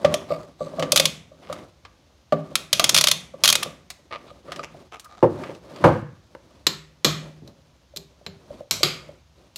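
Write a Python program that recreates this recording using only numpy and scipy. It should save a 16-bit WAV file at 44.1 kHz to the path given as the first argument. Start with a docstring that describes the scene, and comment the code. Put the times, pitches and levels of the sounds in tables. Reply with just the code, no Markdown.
"""A steel part rattles on its shaft, each hit a hard crack with a faint ring, as a coffee grinder is
taken apart on a garage bench. The hollow housing knocks while the part is rocked loose and lifted off.
Two loud, dull thumps follow, then the metal collar clacks against its seat as it is handled.
The part scrapes, fingers tick, tap and rub, and the garage echoes briefly over its own quiet air.
A limiter holds down the loudest blows."""
import sys
import numpy as np
from scipy import signal
from scipy.fft import rfft, irfft, next_fast_len
from scipy.io import wavfile
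from scipy.ndimage import uniform_filter1d, minimum_filter1d, map_coordinates

SR = 44100
rng = np.random.default_rng(int(sys.argv[2]) if len(sys.argv) > 2 else 0)


def waveform_to_disk(signal):
    """Save audio, clipped to [-1, 1], as 16-bit WAV at the path in sys.argv[1]."""
    frames = np.transpose(np.atleast_2d(signal))
    scaled = np.clip(frames, -1, 1) * 32767
    samples = np.round(scaled).astype(np.int16)
    wavfile.write(sys.argv[1], SR, samples)


N = 422037
AGE = np.arange(SR * 2 // 3) / SR  # time since a blow [s]

# the loose part hits its shaft: (time [s], level [dB])
RATTLE_HITS = [(0.141, -10), (0.92, -2), (0.9605, 4), (0.9747, 0), (0.9978, 0), (1.055, -1.5),
               (2.5546, -4.5), (2.7291, 2), (2.796, -1), (2.8416, -0.5), (2.8931, 0), (2.9449, 6),
               (2.9642, -1.5), (2.9761, -1), (2.985, -1), (3.0107, -2.5), (3.04, -0.5), (3.0714, -2),
               (3.0845, -2.5), (3.1139, -0.5), (3.437, 3), (3.447, -4.5), (3.4560, -1), (3.4766, 0.5),
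               (3.489, 0.5), (3.5009, -1.5), (3.5264, -3), (3.5537, -4.5), (3.6303, -12)]
# the collar clacks: (time [s], level [dB], treble [dB], bench shudder [dB], echo [dB])
COLLAR_CLACKS = [(6.6673, 1.5, 2, -30.5, -8), (7.046, 1, -0.5, -20, 0), (7.4758, -38.5, 5.5, -4, -6.5),
                 (7.9619, -25, 6, -16, -1), (7.9709, -20, 9.5, -26, -20), (8.2642, -21.5, -6, -16.5, -5.5),
                 (8.71, -6.5, 6, -28, 2.5), (8.8313, -1.5, -0.5, -26.5, 2), (9.5595, -24, 11, -22, 3.5)]
# the housing is knocked: (time [s], level [dB], centre of its ring [Hz])
HOUSING_KNOCKS = [(0.045, 0, 574.4), (0.137, -11, 634), (0.304, -14.5, 556), (0.318, -13, 615),
                  (0.607, -16.5, 568), (0.667, -22.5, 548), (0.734, -26.5, 606), (0.784, -16, 623),
                  (0.798, -15, 562), (0.824, -14, 563), (0.925, -13, 542), (0.996, -9.5, 587),
                  (1.315, -36, 585), (1.497, -19, 569), (1.526, -32, 637), (2.323, -5, 577),
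                  (2.515, -32, 548), (3.336, -25.5, 542), (3.658, -23, 567), (4.482, -28.5, 536),
                  (4.593, -28.5, 545)]
# thumps inside the grinder: (time [s], level [dB], treble [dB], fade time [s], echo [dB])
DULL_THUMPS = [(5.2266, -0.5, -2, 0.15, -8), (5.840, 0, 6, 0.13, -3), (5.858, -7.5, 5, 0.056, 5.5),
               (5.49, -29.5, 1, 0.14, 2.5), (6.350, -29, 11.5, 0.018, -8), (7.419, -35, -27, 0.13, -0.5)]
# metal ticks under the fingers: (time [s], level [dB], treble [dB], seat ring [dB])
METAL_TICKS = [(0.048, -11.5, -6, 1), (0.7957, -23, 2.5, -20), (0.825, -15, -4.5, -10),
               (1.5266, -20.5, 8, 5), (1.8508, -33, -10, -2.5), (2.323, -18.5, -15.5, 2.5),
               (2.797, -7, -2.5, 8.5), (3.6261, -20.5, 2.5, 6), (3.9023, -25, 9, -12),
               (4.5196, -23, -0.5, -5), (4.5608, -28.5, 1.5, -21), (4.5937, -20.5, -7, 16),
               (4.6353, -27, -11, -11.5), (4.997, -31, 13.5, -16), (5.0453, -39, 18, -19),
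               (5.4367, -24, -14, 0)]
# soft fingertip taps: (time [s], level [dB])
FINGER_TAPS = [(4.313, -34), (4.744, -35), (7.937, -38), (8.213, -41), (8.505, -24.5), (8.607, -24.5),
               (8.807, -26), (9.09, -30)]
# the part scrapes on its seat: (start [s], length [s], level [dB], treble [dB], seat ring [dB])
SEAT_SCRAPES = [(0.284, 0.089, -40, -0.5, 8.5), (0.39, 0.066, -56.5, 4, 12), (0.588, 0.11, -52.5, 5.5, 5.5),
                (0.766, 0.097, -45.5, 7, 15), (1.422, .22, -52, -5, -10), (4.108, 0.064, -34.5, -9.5, -5),
                (4.265, 0.059, -50, -9, -5.5), (4.476, 0.087, -45.5, -8, -6), (4.629, 0.031, -40, -5, -12),
                (4.918, 0.055, -41.5, -6, -2), (5.039, 0.036, -47, 1.5, 25), (5.089, 0.14, -51.5, -8, -2.5),
                (5.424, 0.1, -49, -7, -7.5), (5.735, .10, -52, 0.5, -4)]
# a hand slides over the parts: (start [s], length [s], level [dB])
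HAND_STROKES = [(-0.1, 0.41, -35), (0.25, .3, -44.5), (0.573, 0.6, -36.5), (1.327, 0.31, -49.5),
                (1.465, 0.26, -43.5), (2.294, 0.44, -47), (2.691, .42, -38), (3.315, 0.51, -44),
                (4.108, 0.37, -53.5), (4.432, 0.28, -42), (4.662, 0.24, -49.5), (5.24, 0.37, -36),
                (5.572, 0.25, -45), (5.71, 0.33, -32), (6.362, .4, -64), (7.051, 0.33, -47),
                (7.363, 0.19, -62), (8.267, 0.3, -62.5), (8.443, 0.2, -47), (8.797, 0.42, -50),
                (9.335, 0.19, -57.5)]

# A sound's colour is how strong it is from bass to treble. Each lists (frequency [Hz], level [dB]).
STEEL_COLOUR = [(250, -38), (420, -26), (600, -5.5), (800, -16), (1200, -6), (1700, -11.5), (2450, -4),
                (2800, -5.5), (3300, 1.5), (4500, -2), (6300, -4.5), (7800, -10), (11200, -11),
                (16000, -26.5)]  # steel hitting steel
COLLAR_COLOUR = [(180, -31.5), (400, -6.5), (780, -18.5), (1150, -8), (1600, -12), (2450, -8), (3550, -4),
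                 (4100, 2), (4750, -5.5), (5500, -10.5), (7600, -14), (9500, -26.5), (12200, -19),
                 (16000, -42)]  # the collar hitting its seat
KNOCK_COLOUR = [(40, -30), (90, -5), (160, -6.5), (380, -13), (600, 9.5), (850, -14), (1200, -6),
                (1800, -34.5), (4000, -30), (10000, -48)]  # the thud of the housing
THUMP_COLOUR = [(24, -41), (40, -32.5), (138, -2.5), (213, -11.5), (343, -1), (425, -8), (514, 2.5),
                (668, -11.5), (829, -12.5), (956, -12), (1430, -25.5), (1700, -27.5), (1820, -33),
                (2540, -40), (12000, -65.5), (15600, -84.5), (22000, -120)]  # a padded blow
SHUDDER_COLOUR = [(30, -25.5), (65, -8.5), (120, 0), (170, 5.5), (260, -4.5), (370, -10.5), (600, -6),
                  (1000, -19.5), (3000, -52.5)]  # the shaken bench
TICK_COLOUR = [(200, -12), (700, 2.5), (1300, -0.5), (2000, 3), (4500, 0.5), (8000, -10.5), (12000, -21),
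               (16000, -31)]  # a light touch of metal
TAP_COLOUR = [(100, 5), (350, -14), (580, 13.5), (800, -7), (1500, -40), (5000, -44.5)]  # a fingertip landing
RUMBLE_COLOUR = [(35, -45.5), (70, -13.5), (155, -2), (240, -4), (370, -2.5), (440, -9), (555, -1.5),
                 (800, -13.5), (1150, -14), (1500, -21.5), (2500, -30.5), (5000, -69)]  # the rubbed housing
HISS_COLOUR = [(800, -11.5), (1500, 0.5), (4000, 4), (7000, -4.5), (10000, -8.5), (16000, -21)]  # sliding skin
ECHO_COLOUR = [(100, 0.5), (500, 0.5), (2000, -6), (6500, -6.5), (9000, -9), (15000, -5.5)]  # what the garage does to a blow's colour
AIR_COLOUR = [(22, -36), (40, -12.5), (62, 10), (100, 3), (200, -7), (430, -17.5), (545, -14.5), (900, -15),
              (2000, -22), (3430, -20), (6500, -23), (8140, -35.5), (14800, -39.5), (16000, -49.5)]  # still air in the garage

# The tones each object rings with: (frequency [Hz], level [dB], fade time [s])
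STEEL_TONES = [(1196, -13, .15), (2510, -5, .33), (2760, -8, .3), (3250, 0.5, 0.22), (3440, -4.5, .26),
               (3620, -2.5, 0.34), (4300, -3, 0.2), (4704, -6.5, 0.22), (5360, -5.5, 0.18),
               (5970, -8.5, .2), (6460, -3.5, 0.18), (7100, -12.5, 0.14), (9100, -15, 0.25),
               (11040, -14, .16)]
COLLAR_TONES = [(1090, -10, 0.15), (2390, -12.5, 0.22), (4087, -5.5, 0.2), (4075, -9.5, .3),
                (4230, -4.5, 0.22), (4430, -12, .3), (5000, -9, .22), (6800, -8, .22), (7400, 0, 0.1),
                (12030, -12, 0.16)]
HOUSING_TONES = [(158, -24.5, 0.31), (221, -26.5, 0.12), (279, -28.5, 0.26), (397, -30, 0.29),
                 (541, -7.5, 0.069), (605.3, -2, 0.051), (1166, -19, 0.1), (1180, -11.5, 0.021)]
SEAT_TONES = [(687, -2, 0.038), (1218.5, 4.5, 0.042), (2256, -9.5, 0.025), (4660, -11.5, 0.022),
              (7450, -18.5, 0.024)]
BENCH_TONES = [(113, -1, 0.15), (154.6, -1, 0.97), (206, -5, 0.3), (362, -4, 0.25), (393, -1, 0.55)]
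# how long the garage echoes: (frequency [Hz], fade time [s])
ECHO_FADE_TIMES = [(100, 0.61), (500, 0.2539), (2000, 0.52), (4000, 0.333), (8000, 0.39), (15000, 0.25)]


def steel_rattle():
    """Steel hits steel, damped by the hand: a crack, brighter when harder, then a faint lasting ring."""
    out = np.zeros(N)
    for time, db in RATTLE_HITS:
        treble_db = 0.18 * db + rng.normal(0, 1)
        crack = full_scale(coloured(burst(0.028), STEEL_COLOUR, treble_db, pivot_hz=5000))
        metal = amp(-23) * ring(STEEL_TONES, scatter_db=4, detune=0.0011, rise_s=0.00023)
        blow = crack + amp(-38.5) * bench_shudder(fade_s=0.87)
        add(out, time, amp(db) * (metal + in_garage(blow, echo_db=-8)))
    return out


def collar_clacks():
    """The collar snaps against its seat, rings faintly and shakes the bench."""
    out = np.zeros(N)
    for time, db, treble_db, shudder_db, echo_db in COLLAR_CLACKS:
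        crack = full_scale(coloured(burst(0.028), COLLAR_COLOUR, treble_db, pivot_hz=4580))
        metal = amp(-20) * ring(COLLAR_TONES, scatter_db=2, detune=0.003, rise_s=0.0003)
        blow = crack + amp(shudder_db) * bench_shudder(fade_s=0.29)
        add(out, time, amp(db) * (metal + in_garage(blow, echo_db)))
    return out


def housing_knocks(usual_hz=585.1, near_hz=100, contact_s=0.0012):
    """The part is rocked, and each knock rings the hollow housing a little higher or lower."""
    out = np.zeros(N)
    soft_start = 1 - np.exp(-AGE / contact_s)
    for time, db, centre_hz in HOUSING_KNOCKS:
        thud = full_scale(coloured(burst(0.07), KNOCK_COLOUR))
        shift_hz = centre_hz - usual_hz
        tones = [(hz + shift_hz if abs(hz - usual_hz) < near_hz else hz, tone_db, fade_s)
                 for hz, tone_db, fade_s in HOUSING_TONES]
        hollow = ring(tones, scatter_db=1.5, detune=0.0027, rise_s=0.0051)
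        knock = full_scale((hollow + amp(-6) * thud) * soft_start)
        add(out, time, amp(db) * in_garage(knock, echo_db=-9, rise_s=0.025, edge_count=220))
    return out


def dull_thumps():
    """Heavy, padded blows with no clear pitch; the bench booms under them."""
    out = np.zeros(N)
    for time, db, treble_db, fade_s, echo_db in DULL_THUMPS:
        thud = full_scale(coloured(burst(fade_s), THUMP_COLOUR, treble_db, pivot_hz=700), window=400)
        boom = full_scale(coloured(burst(fade_s), SHUDDER_COLOUR), window=600)
        add(out, time, amp(db) * in_garage(thud + amp(-14) * boom, echo_db))
    return out


def bench_shudder(fade_s):
    """A blow travels through the grinder into the bench, which booms and rings low."""
    boom = full_scale(coloured(burst(fade_s), SHUDDER_COLOUR), window=600)
    return boom + amp(-6.5) * ring(BENCH_TONES, scatter_db=6.5, detune=0.004, rise_s=0.017)


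def metal_tick(treble_db, ring_db):
    """A light touch of metal clicks and rings the seat."""
    click = full_scale(coloured(burst(0.05), TICK_COLOUR, treble_db, pivot_hz=6000))
    seat = ring(SEAT_TONES, scatter_db=2.5, detune=0.035, rise_s=0.00015)
    return in_garage(full_scale(click + amp(ring_db) * seat), echo_db=-5.5)


def finger_touches():
    """Fingers make the metal tick, and their soft tips tap on the parts."""
    out = np.zeros(N)
    for time, db, treble_db, ring_db in METAL_TICKS:
        add(out, time, amp(db) * metal_tick(treble_db, ring_db))
    for time, db in FINGER_TAPS:
        tap = full_scale(coloured(burst(0.025), TAP_COLOUR))
        add(out, time, amp(db) * in_garage(tap, echo_db=-7.5))
    for start, length, db in HAND_STROKES:
        time = start + length * rng.random()  # one faint stray tick somewhere in each stroke
        add(out, time, amp(db - 3.5) * metal_tick(treble_db=1.5, ring_db=-6))
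    return out


def seat_scrapes(slips_per_s=700):
    """The part drags over its seat in a run of tiny, uneven slips that each ring the seat."""
    out = np.zeros(N)
    for start, length, db, treble_db, ring_db in SEAT_SCRAPES:
        swell = np.sqrt(arch(AGE / length))
        slipping = rng.random(len(AGE)) < slips_per_s / SR
        slips = swell * slipping * rng.standard_normal(len(AGE))
        grit = coloured(burst(0.0027), TICK_COLOUR)
        seat = ring(SEAT_TONES, scatter_db=4.5, detune=0.0067, rise_s=0.00019)
        one_slip = grit / np.linalg.norm(grit) + amp(ring_db) * seat / np.linalg.norm(seat)
        scrape = signal.fftconvolve(slips, one_slip)[:len(AGE)]
        scrape = coloured(scrape, [(1000, 0)], treble_db, pivot_hz=2520)  # flat colour: only the tilt
        scrape = unit(scrape) * np.sqrt(length / AGE[-1])  # strength about 1 while it lasts
        add(out, start, amp(db) * in_garage(scrape, echo_db=-5))
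    return out


def hand_rubbing(resting_db=-63):
    """A hand speeds up and slows down; its tiny slips make the housing rumble and the skin hiss."""
    t = np.arange(N) / SR
    sliding = amp(resting_db + 3 * wobble(3))  # even a hand that only holds rumbles a little
    for start, length, db in HAND_STROKES:
        speed = arch((t - start) / length) ** 1.5
        sliding += amp(db) * speed
    slips_db = 2.6 * wobble(45)
    rumble = unit(coloured(rng.standard_normal(N) * amp(slips_db), RUMBLE_COLOUR))
    grainy_noise = rng.standard_normal(N) * amp(0.7 * slips_db + 2.5 * wobble(770))
    hiss = unit(coloured(grainy_noise, HISS_COLOUR))
    hiss_gain = amp(-31.5) * sliding ** 0.63  # grows more slowly than the rumble
    return sliding * rumble + hiss_gain * hiss


def in_garage(blow, echo_db, rise_s=0.0012, edge_count=72):
    """A blow plus its echo from the garage walls: a short wash of noise in which deep bass lasts longest."""
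    hz, t, noise = signal.stft(rng.standard_normal(len(AGE)), SR, nperseg=256)
    decay = np.exp(-np.log(1000) * t / value_at(ECHO_FADE_TIMES, hz)[:, None])
    echo = signal.istft(noise * decay, SR, nperseg=256)[1][:len(AGE)]
    echo *= 1 - np.exp(-AGE / rise_s)
    # the walls gather sound sent in all directions, so the echo keeps only the blow's broad colour
    edges_hz = np.geomspace(20, SR / 2, edge_count)
    edge_bins = edges_hz * len(blow) / SR
    energy = np.cumsum(np.abs(rfft(blow)) ** 2)
    band_power = np.diff(np.interp(edge_bins, np.arange(len(energy)), energy)) / np.diff(edge_bins)
    centres_hz = np.sqrt(edges_hz[1:] * edges_hz[:-1])
    colour_db = 10 * np.log10(np.abs(band_power) + 1e-6) + value_at(ECHO_COLOUR, centres_hz)
    echo = coloured(echo / np.linalg.norm(echo), np.transpose([centres_hz, colour_db]))
    return blow + amp(echo_db) * echo


def garage_air():
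    """The still air of the garage: a faint, steady, low noise."""
    return amp(-58) * unit(coloured(rng.standard_normal(N), AIR_COLOUR))


def burst(fade_s):
    """The crowded vibrations of a contact: noise that dies away."""
    return rng.standard_normal(len(AGE)) * fade(fade_s)


def ring(tones, scatter_db, detune, rise_s):
    """Each blow rings an object's tones at new strengths and a touch higher or lower."""
    sound = np.zeros(len(AGE))
    for hz, db, fade_s in tones:
        strength, shift, phase = rng.standard_normal(3)
        wave = np.sin(2 * np.pi * hz * (1 + detune * shift) * AGE + np.pi * phase)
        sound += amp(db + scatter_db * strength) * fade(fade_s) * wave
    return full_scale(sound * (1 - np.exp(-AGE / rise_s)))


def coloured(x, colour, treble_db=0, pivot_hz=4000):
    """Give x a colour; treble_db lifts the sound above the pivot and lowers it below."""
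    size = 2 * next_fast_len(len(x) // 2 + 2048)
    hz = np.fft.rfftfreq(size, 1 / SR)
    tilt_db = treble_db * np.tanh(np.log((hz + 1) / pivot_hz))
    # folding the cepstrum (the log spectrum turned into time) keeps sound from coming before its blow
    cepstrum = irfft(np.log(amp(value_at(colour, hz) + tilt_db)))
    cepstrum[1:size // 2] *= 2
    cepstrum[size // 2 + 1:] = 0
    return irfft(rfft(x, size) * np.exp(rfft(cepstrum)))[:len(x)]


def fade(fade_s):
    """Die away by 60 dB in the fade time."""
    return np.exp(-np.log(1000) * AGE / fade_s)


def arch(progress):
    """Rise from 0 to 1 and fall back as progress goes from 0 to 1."""
    return np.abs(np.sin(np.pi * np.clip(progress, 0, 1)))


def wobble(turns_per_s):
    """A smooth curve through this many random points a second."""
    points = rng.standard_normal(int(N * turns_per_s / SR) + 4)
    return map_coordinates(points, [np.arange(N) * turns_per_s / SR])


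def value_at(table, hz):
    """Read between the rows of a (frequency, value) table, with octaves evenly spaced."""
    table_hz, values = np.transpose(table)
    return np.interp(np.log(hz + 1), np.log(table_hz), values)


def amp(db):
    """Turn decibels into a gain."""
    return 10 ** (np.asarray(db) / 20)


def unit(x):
    """Scale to an average strength (rms) of 1."""
    return x / np.sqrt(np.mean(x ** 2) + 1e-20)


def full_scale(x, window=176):
    """Scale a blow to peak near 1, taking the peak as twice its loudest rms over window samples."""
    return x / (2 * np.sqrt(uniform_filter1d(x ** 2, window).max()))


def add(track, time, x):
    """Mix x into the track at a time in seconds."""
    part = track[max(round(time * SR), 0):][:len(x)]
    part += x[:len(part)]


def scene():
    """All the handling sounds over the air of the garage, in one channel."""
    blows = steel_rattle() + collar_clacks() + housing_knocks() + dull_thumps()
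    return (blows + finger_touches() + seat_scrapes() + hand_rubbing() + garage_air())[None]


def record(dry, ceiling_db=-1.6, low_cut_hz=48, top_hz=16100):
    """The microphone drops deep bass, a fast limiter turns down peaks, and the highest treble is cut."""
    low_cut = signal.butter(3, low_cut_hz, "highpass", fs=SR, output="sos")
    heard = signal.sosfilt(low_cut, dry)
    needed_gain = np.minimum(1, amp(ceiling_db) / (np.abs(heard) + 1e-9))
    smooth_gain = uniform_filter1d(minimum_filter1d(needed_gain, size=67), size=45)
    size = next_fast_len(N + SR)
    top_cut = 1 / (1 + (np.fft.rfftfreq(size, 1 / SR) / top_hz) ** 120)
    return irfft(rfft(heard * smooth_gain, size) * top_cut, size)[:, :N]


dry = scene()
out = record(dry)
waveform_to_disk(out)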